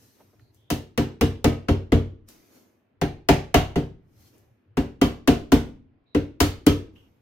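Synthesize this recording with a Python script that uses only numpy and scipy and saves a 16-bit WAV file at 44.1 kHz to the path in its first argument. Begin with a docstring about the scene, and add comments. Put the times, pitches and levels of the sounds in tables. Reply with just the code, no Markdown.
"""A hand shuffles over a faint low rumble in a small garage; then a rubber mallet knocks a metal channel
onto the edge of a glass pane in four runs of six, four, four and three blows.
Each blow is a noise-burst crack, then a ping of beating sines, a diffuse echo tail and a thud of decaying modes.
Filtered noise makes the strokes of the hand, the ticks and faint squeaks before, between and after the runs,
and the rumble and steady room air underneath."""
import sys
import numpy as np
from scipy import signal
from scipy.io import wavfile
from scipy.ndimage import uniform_filter1d

SR = 44100
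rng = np.random.default_rng(int(sys.argv[2]) if len(sys.argv) > 2 else 0)


def pcm_store(signal):
    """Save signal as 16-bit PCM."""
    levels = np.round(np.clip(np.atleast_2d(signal), -1, 1) * 32767)
    wavfile.write(sys.argv[1], SR, levels.astype(np.int16).T)


N = 317961  # length in samples

# Blows of the mallet, one list a run. Each row: time in seconds, relative strength in dB, slap in dB,
# ping in dB, bass weight in dB, clank in dB, brightness in dB per octave.
BLOW_RUNS = [
    [(0.703, -18.5, 3.5, -22.5, -1.5, 4, 3), (0.977, -13, 8, -33.5, -4.5, 0.6, -0.25),
     (1.211, -12, 6.5, -28, 1.5, 0.9, 0.6), (1.444, -10.5, 11, -31.5, 0.4, 2, -0.8),
     (1.685, -13.5, -7, -22, 5.5, 0.7, -2.3), (1.921, -10, 4.6, -26.5, 4.5, -2.1, -2)],
    [(3.015, -14.5, 8, -29.5, 1, 0.1, -1.2), (3.288, -7, 6.5, -28.5, 0.7, 4, -0.7),
     (3.543, -9.5, 5, -28, 6, 6.5, -.4), (3.758, -12.5, -1, -42, -0.2, -4.5, -1.6)],
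    [(4.771, -14.5, 2, -40, 3.5, -2.5, -0.4), (5.015, -10, 0, -17.5, 1, 0.4, 0.6),
     (5.276, -7.5, 5, -27.5, 1.5, 0.1, 0.4), (5.52, -7.5, 3, -26, 3.5, -1.84, 1.26)],
    [(6.148, -12.5, -0.5, -35.5, -1.9, -3.5, -2.1), (6.404, -11.5, 5.5, -18.5, 3, 6, 2.5),
     (6.666, -7.5, 9, -17.5, -0.7, -2, 2)],
]
# Spots struck along the channel, one row a run. Each row: share of the low bands in dB at each of SPOT_BANDS.
SPOT_SHARES = [(-6.5, -4.5, -12.5, -14, -11.5, -17, -5.5, -9, -8, -14.5, -17),
               (-6.5, -12, -14.5, -10.5, -18.5, -15, -10, -8.5, -13.5, -9, -17.5),
               (-6.5, -15.5, -19.5, -14, -14, -3.5, -11, -10, -12.5, -12, -14.5),
               (-6.5, -7, -19, -16, -20, -14, -2.5, -10.5, -8.5, -17.5, -17.5)]
THUD_LAG_S = 0.003


def mallet():
    """Superposition: each impact excites a crack, a ping, a thud and the echoes of the room."""
    out = np.zeros((N, 2))
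    opposed = np.pi * (np.arange(len(LOW_MODES)) % 2)  # neighbouring rings start in opposite directions
    echo_tilt = [(60, -22.0), (200, -10), (600, 1.5), (1500, -0.5), (10000, 1.2)]  # (Hz, dB)
    for shares, run in zip(SPOT_SHARES, BLOW_RUNS):
        for s, db, slap_db, ping_db, *colour in run:
            spot = struck(shares, *colour)
            phases = opposed + 0.81 * rng.standard_normal(len(LOW_MODES))
            add(out, s + THUD_LAG_S, amp(db + 0.38) * thud(spot, phases).T)
            add(out, s, amp(db + ping_db - 1.5) * ping().T)
            add(out, s - 0.001, amp(db + 6.5) * crack(spot, slap_db).T)
            add(out, s, amp(db - 21) * echoes(per_hz(spot, echo_tilt)).T)
    return out.T


# Centres of the low bands, one frequency in Hz each.
SPOT_BANDS = [55, 94, 135, 165, 237, 260, 295, 385, 490, 710, 1100]
# Treble of a blow. Each row: frequency in Hz, relative band level in dB.
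CLANK_BANDS = [(1950, -17), (3200, -17), (5300, -22), (8500, -27.5), (13000, -28)]
BASS_HZ, CLANK_HZ, PIVOT_HZ = 110, 600, 2000  # bass lies below, clank above, brightness tilts above


def struck(spot, bass_db, clank_db, bright_db):
    """Modal excitation: the spot struck sets the low band levels, a tilted clank the treble."""
    bands = []
    for hz, db in zip(SPOT_BANDS, spot):
        bands.append((hz, db + bass_db * (hz < BASS_HZ) + clank_db * (hz > CLANK_HZ)))
    for hz, db in CLANK_BANDS:
        octaves = max(np.log2(hz / PIVOT_HZ), 0)
        bands.append((hz, db + clank_db + bright_db * octaves))
    return bands


# Short clanks of the channel. Each row: resonance in Hz, bandwidth in Hz, relative level in dB.
CHANNEL_CLANKS = [(1400, 540, -12.5), (2040, 130, -6.5), (2893, 290, -4), (2800, 260, -7), (4370, 200, -7),
                  (6220, 1200, -1), (12300, 850, 5)]


def crack(spot, slap_db):
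    """Impact noise: a sharp slap, then a chatter on the glass that excites brief channel resonances."""
    shared, left, right = rng.standard_normal((3, 3000))
    t = np.arange(3000) / SR
    # the left side hears the shared part first
    sides = np.array([shared + 2.1 * left, np.roll(shared, shift=5) + 1.19 * right])
    slap = amp(slap_db) * sides * (1 - np.exp(-t / 0.0016)) * np.exp(-t / 0.0022)
    chatter_decay = np.exp(-t / 0.0065) + 0.34 * np.exp(-t / 0.014)
    chatter = sides * (1 - np.exp(-t / 0.0017)) * chatter_decay
    clank = 0
    for hz, width, db in CHANNEL_CLANKS:
        clank = clank + amp(db) * signal.lfilter(*signal.iirpeak(hz, hz / width, SR), chatter)
    bright = per_hz(spot, [(1500, -14.0), (5000, 9.5), (12000, 11)])
    body = per_hz(spot, [(150, -21.0), (500, 0.0), (1200, 6.0), (10000, -0.5)])  # the bass goes into the thud
    return np.array([coloured(a, bright) + coloured(b, body) for a, b in zip(slap, chatter + clank)])


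# Low rings of pane, bench and room. Each row: frequency in Hz, level in dB before the share of the spot,
# t60 of the slower decay in seconds, rise time constant in seconds.
LOW_MODES = [(50.5, -6, 0.21, 0.0097), (60, -8, .45, 0.003), (76.7, 10.5, 0.18, 0.06),
             (93.5, 2.5, 0.39, 0.035), (132.6, 12, .3, 0.047), (158.2, 2, 0.35, 0.0023),
             (174.3, 2.5, 0.25, 0.003), (233.5, 6, 0.35, 0.0041), (266.3, 12, 0.12, 0.006),
             (288.7, 2.5, 0.29, 0.0012), (303.5, 4, 0.18, 0.0063), (384.8, -1.5, 0.28, 0.0015),
             (413.5, -1, 0.21, 0.0011), (453, -6.5, 0.38, 0.00095), (454.8, 4.5, 0.14, 0.0039),
             (512, -7.5, 0.27, 0.00049), (568, -18.5, .38, 0.0062), (702, -1, .2, 0.0018),
             (741, -12, 0.29, 0.0043), (870, -10, 0.1, 0.0026), (963, -7.5, 0.19, 0.006),
             (1166, -14.5, 0.11, 0.003)]


def thud(spot, phases):
    """Modal synthesis: low modes swell as the push spreads through pane and bench, then decay."""
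    hz, db, t60, rise = np.transpose(LOW_MODES)[:, :, None]
    t = np.arange(SR // 2) / SR
    # the hand damps the pane first, the room rings on
    decay = 0.7 * amp(-60 * t / t60) + 0.59 * amp(-60 * t / (0.45 * t60))
    shape = (1 - np.exp(-t / rise)) * amp(db + read(spot, hz)) * decay
    sides = []
    for lead in (0.3, 0):  # phase lead of left and right in radians
        modes = shape * np.sin(2 * np.pi * hz * t + phases[:, None] + lead)
        sides.append(modes.sum(0))
    return np.array(sides)


# Free ring of the channel. Each row: frequency in Hz, relative level in dB, t60 in seconds.
PING_MODES = [(3060, -8, 0.23), (3100, -1.5, 0.2), (3210, -3.5, 0.2), (3130, -7, 0.22), (3440, -9, 0.32)]


def ping():
    """Beating: closely spaced metal modes interfere while they decay."""
    hz, db, t60 = np.transpose(PING_MODES)[:, :, None]
    t = np.arange(SR // 2) / SR
    phases = rng.uniform(0, 2 * np.pi, (2, len(PING_MODES), 1))
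    modes = amp(db - 60 * t / t60) * np.sin(2 * np.pi * hz * t + phases)
    return (1 - np.exp(-t / 0.0038)) * modes.sum(1)


# Reverberation of the garage. Each row: frequency in Hz, nominal t60 of the slower decay in seconds.
GARAGE_T60 = [(60, 0.9), (200, 0.86), (530, 0.39), (1390, 0.36), (3680, 0.36), (7000, 0.32), (12000, 0.27)]


def echoes(colour):
    """Diffuse reverberation: a dense noise tail, drawn anew each time, decays at its own rate in each band."""
    hz, z = diffuse(SR // 2, size=1024, patchy_db=0.25)
    t = np.arange(z.shape[2]) * 256 / SR
    # many small rings of metal and glass: some louder, some longer
    fine, linger = rng.standard_normal((2, len(hz), 1))
    t60 = read(GARAGE_T60, hz)[:, None] * amp(0.25 * linger)
    # strong early echoes, then the slower tail
    decay = amp(-60 * t / t60) + 0.92 * amp(-60 * t / (0.64 * t60))
    rings = 1 + sum(amp(db - 9) / (1 + (2 * (hz - f) / width) ** 2) for f, width, db in CHANNEL_CLANKS)
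    spectrum = rings * amp(read(colour, hz))
    z = z * decay * amp(2.94 * fine) * spectrum[:, None]
    tail = signal.istft(z, nperseg=1024, noverlap=768)[1]
    return tail * (1 - np.exp(-np.arange(tail.shape[1]) / SR / 0.0028))


# Small ticks and taps. Each row: start in seconds, peak level of the direct tick in dB, pitch in Hz,
# width of each of two cascaded resonances in Hz.
TICK_EVENTS = [(.201, -47, 477, 500), (0.329, -56, 520, 350), (0.394, -53, 1600, 1400),
               (.546, -51, 10000, 9300), (2.288, -35, 8800, 14200), (2.72, -72, 8700, 7920),
               (4.382, -50, 10900, 12040), (6.96, -54, 2630, 1503)]


def ticks():
    """Resonant filtering: a short noise burst, longer the lower its pitch, rings one band and the room."""
    out, t = np.zeros((N, 2)), np.arange(2000) / SR
    for s, db, hz, width in TICK_EVENTS:
        burst = rng.standard_normal(2000) * t * np.exp(-t * hz / 3.2)
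        band = signal.iirpeak(hz, hz / width, SR)
        ring = signal.lfilter(*band, signal.lfilter(*band, burst))
        add(out, s, amp(db) * ring[:, None] / abs(ring).max())
        colour = [(hz / 4, -14), (hz - width / 2, 0.1), (hz + width / 2, 0.1), (hz * 4, -14)]
        add(out, s, amp(db - 49.5) * echoes(colour).T)
    return out.T


# Faint hissing squeaks and scrapes. Each row: start in seconds, length in seconds, pitch in Hz, width in Hz,
# starting level in dB, level change by the end in dB.
SQUEAK_EVENTS = [(0.397, 0.13, 4270, 500, -74.5, -3), (0.555, 0.21, 3360, 500, -75, 2),
                 (6.056, 0.12, 3900, 300, -75, 4), (6.948, 0.15, 2960, 500, -59.5, -16.5)]


def squeaks():
    """Band-limited noise: one narrow band sounds under a smooth envelope with a sloping level."""
    out = np.zeros((N, 2))
    for s, length, hz, width, db, fade_db in SQUEAK_EVENTS:
        band = signal.butter(2, [hz - width / 2, hz + width / 2], "band", fs=SR)
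        noise = signal.lfilter(*band, rng.standard_normal((SR // 3, 2)), axis=0)[:round(length * SR)]
        slope = amp(db + np.linspace(0, fade_db, len(noise)))
        shape = signal.windows.tukey(len(noise), 0.25) * slope
        add(out, s, evened(noise) * shape[:, None])
    return out.T


# Strokes of the hand. Each row: time of the peak in seconds, swell in seconds, fade in seconds,
# shuffle level in dB, hiss level in dB. Swell and fade each span STROKE_DB.
HAND_STROKES = [(0.03, 0.17, 0.47, -71, -61.5), (.2, 0.072, 0.22, -66, -76.5),
                (.41, 0.068, 0.088, -73, -80), (.545, 0.02, 0.16, -105, -72),
                (2.287, 0.015, 0.25, -57, -55.5), (2.561, 0.18, 0.21, -60, -61.5),
                (4.21, 0.13, 0.25, -69, -65.5), (4.28, 0.16, 0.065, -85, -64),
                (4.345, 0.035, 0.25, -64.5, -70.5), (6.965, 0.066, 0.44, -66, -73.5)]
STROKE_DB = -22.5


def stroke_levels():
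    """Amplitude modulation: exponential swells and fades of each stroke add up for shuffle and hiss."""
    t = np.arange(N) / SR
    slow = t[::64]
    top, swell, fade, shuffle_db, hiss_db = np.transpose(HAND_STROKES)[:, :, None]
    strokes = amp(STROKE_DB * np.maximum((top - slow) / swell, (slow - top) / fade))
    return [np.interp(t, slow, (amp(db) * strokes).sum(0)) for db in (shuffle_db, hiss_db)]


# Spectrum of the shuffle. Each row: frequency in Hz, relative level in dB per Hz.
SHUFFLE_COLOUR = [(60, -48), (120, -27.5), (180, -6), (280, -2.5), (450, -8.5), (700, -15), (1100, -20),
                  (2500, -23.5), (5000, -42.5), (8000, -91)]
REST_DB = -70  # the shuffle never sinks under this level


def shuffle(level):
    """Friction noise: low-mid noise follows the strokes of the hand along the pane."""
    return (level + amp(REST_DB)) * noise_of(SHUFFLE_COLOUR, patchy_db=1.8)


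# Spectrum of the hiss. Each row: frequency in Hz, relative level in dB per Hz.
HISS_COLOUR = [(600, -32.5), (1000, -6), (2700, -7), (4000, -3), (6200, 0), (7600, -8), (10500, -7.5),
               (12000, -1.5), (14500, -3.5), (16500, -22.5)]


def hiss(level):
    """Friction noise: treble noise follows the same strokes at levels of its own."""
    return level * noise_of(HISS_COLOUR, patchy_db=2.5)


# Spectrum of the rumble. Each row: frequency in Hz, relative level in dB per Hz.
RUMBLE_COLOUR = [(25, -35), (60, -14.5), (98, -8.5), (113, 7.5), (128, -7.5), (170, -48.5), (400, -92)]
# Level of the rumble. Each row: time in seconds, level in dB.
RUMBLE_LEVELS = [(0.0, -62), (0.2, -74), (.45, -56), (0.66, -68.5), (2.2, -63), (2.9, -81.5), (2.97, -64),
                 (3.95, -58.5), (4.1, -61), (4.19, -56), (4.3, -65.5), (4.53, -59), (4.61, -80.5),
                 (4.7, -60), (5.9, -59.5), (6.02, -71.5), (6.9, -59), (7.2, -69.5)]


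def rumble():
    """Amplitude modulation: low-frequency noise swells and sinks unevenly, with some quick dips."""
    level = np.interp(np.arange(N) / SR, *np.transpose(RUMBLE_LEVELS))
    return amp(level) * noise_of(RUMBLE_COLOUR, patchy_db=1.5)


# Spectrum of the faint room noise. Each row: frequency in Hz, relative level in dB per Hz.
AIR_COLOUR = [(30, -27), (60, -10.5), (118, 0), (171, -22), (237, -3), (354, -18.5), (830, -33),
              (1500, -27.5), (2500, -35), (5000, -46.5), (9000, -62.5), (13000, -55), (16000, -61)]
AIR_DB = -76.5


def air():
    """Stationary noise: the room keeps a steady faint level."""
    return amp(AIR_DB) * noise_of(AIR_COLOUR, patchy_db=1.5)


def background():
    """Superposition: rumble, shuffle, hiss and air are independent noises that add."""
    shuffle_level, hiss_level = stroke_levels()
    return rumble() + shuffle(shuffle_level) + hiss(hiss_level) + air()


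def noise_of(colour, patchy_db):
    """Spectral shaping: weights diffuse noise by frequency, then sets it to unit RMS."""
    hz, z = diffuse(N, size=2048, patchy_db=patchy_db)
    z = z * amp(read(colour, hz))[:, None]
    return evened(signal.istft(z, nperseg=2048, noverlap=1536)[1][:, :N])


# Likeness of left and right in diffuse sound. Each row: frequency in Hz, correlation from 0 to 1.
LIKENESS = [(100, 0.94), (400, 0.59), (900, 0.067), (2000, 0.24), (5000, 0.11), (12000, 0.11)]


def diffuse(length, size, patchy_db):
    """Interchannel coherence: noise spectra in two channels, most alike in the bass, with drifting patches."""
    hz = np.fft.rfftfreq(size, 1 / SR)
    a, b, c, d, patches = rng.standard_normal((length * 4 // size + 5, len(hz), 5)).T
    patches = uniform_filter1d(patches, size=8, axis=0)
    patches = evened(uniform_filter1d(patches, size=10, axis=1))
    same = np.clip(read(LIKENESS, hz), -1, 1)[:, None]
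    left = a + 1j * b
    right = same * left + np.sqrt(1 - same ** 2) * (c + 1j * d)
    return hz, amp(patchy_db * patches) * np.array([left, right])


def per_hz(spot, tilt):
    """Spectral density: turns wide-band levels into levels per Hz, under a tilt."""
    return [(hz, db - 10 * np.log10(hz / 1000) + read(tilt, hz)) for hz, db in spot]


def coloured(x, points):
    """Minimum phase: filters by a spectrum in dB with the shortest causal response."""
    log_gain = np.log(amp(read(points, abs(np.fft.fftfreq(4096, 1 / SR)))))
    taps = np.fft.ifft(np.exp(np.conj(signal.hilbert(log_gain)))).real[:2048]
    return signal.oaconvolve(x, taps)[:len(x)]


def amp(db):
    """Decibel scale: turns dB into an amplitude ratio."""
    return 10 ** (np.asarray(db) / 20)


def evened(x):
    """Root mean square: scales a signal to unit RMS."""
    return x / np.sqrt(np.mean(x ** 2) + 1e-20)


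def read(points, hz):
    """Logarithmic frequency: interpolates a table of values along log Hz."""
    f, value = np.transpose(points)
    return np.interp(np.log(hz + 1), np.log(f + 1), value)


def add(mix, s, sound):
    """Superposition: adds a sound into the mix from a time in seconds."""
    part = mix[round(s * SR):][:len(sound)]
    part += sound[:len(part)]


def scene():
    """Superposition: the pressures of all sources add."""
    return mallet() + ticks() + squeaks() + background()


# Balance of the two microphones. Each row: frequency in Hz, left minus right in dB.
MIC_BALANCE = [(500, 0.6), (3000, -1.5), (7000, 0.5), (13000, 4)]
SHELF_HZ, EDGE_HZ = 15800, 16900  # a weak shelf begins, then everything ends


def record(dry):
    """Transduction: microphones of unlike treble, soft saturation of the peaks, then a band limit."""
    left = coloured(dry[0], [(hz, db / 2) for hz, db in MIC_BALANCE])
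    right = coloured(dry[1], [(hz, -db / 2) for hz, db in MIC_BALANCE])
    rounded = 1.3 * np.tanh(np.array([left, right]) / 1.3)
    corners = [0, SHELF_HZ, SHELF_HZ + 100, EDGE_HZ - 100, EDGE_HZ, SR / 2]
    gains = [1, 1, amp(-15), amp(-30), 0, 0]
    limit = signal.firwin2(1023, corners, gains, window=("kaiser", 9), fs=SR)
    return signal.oaconvolve(rounded, limit[None], "same")


dry = scene()
out = record(dry)
pcm_store(out)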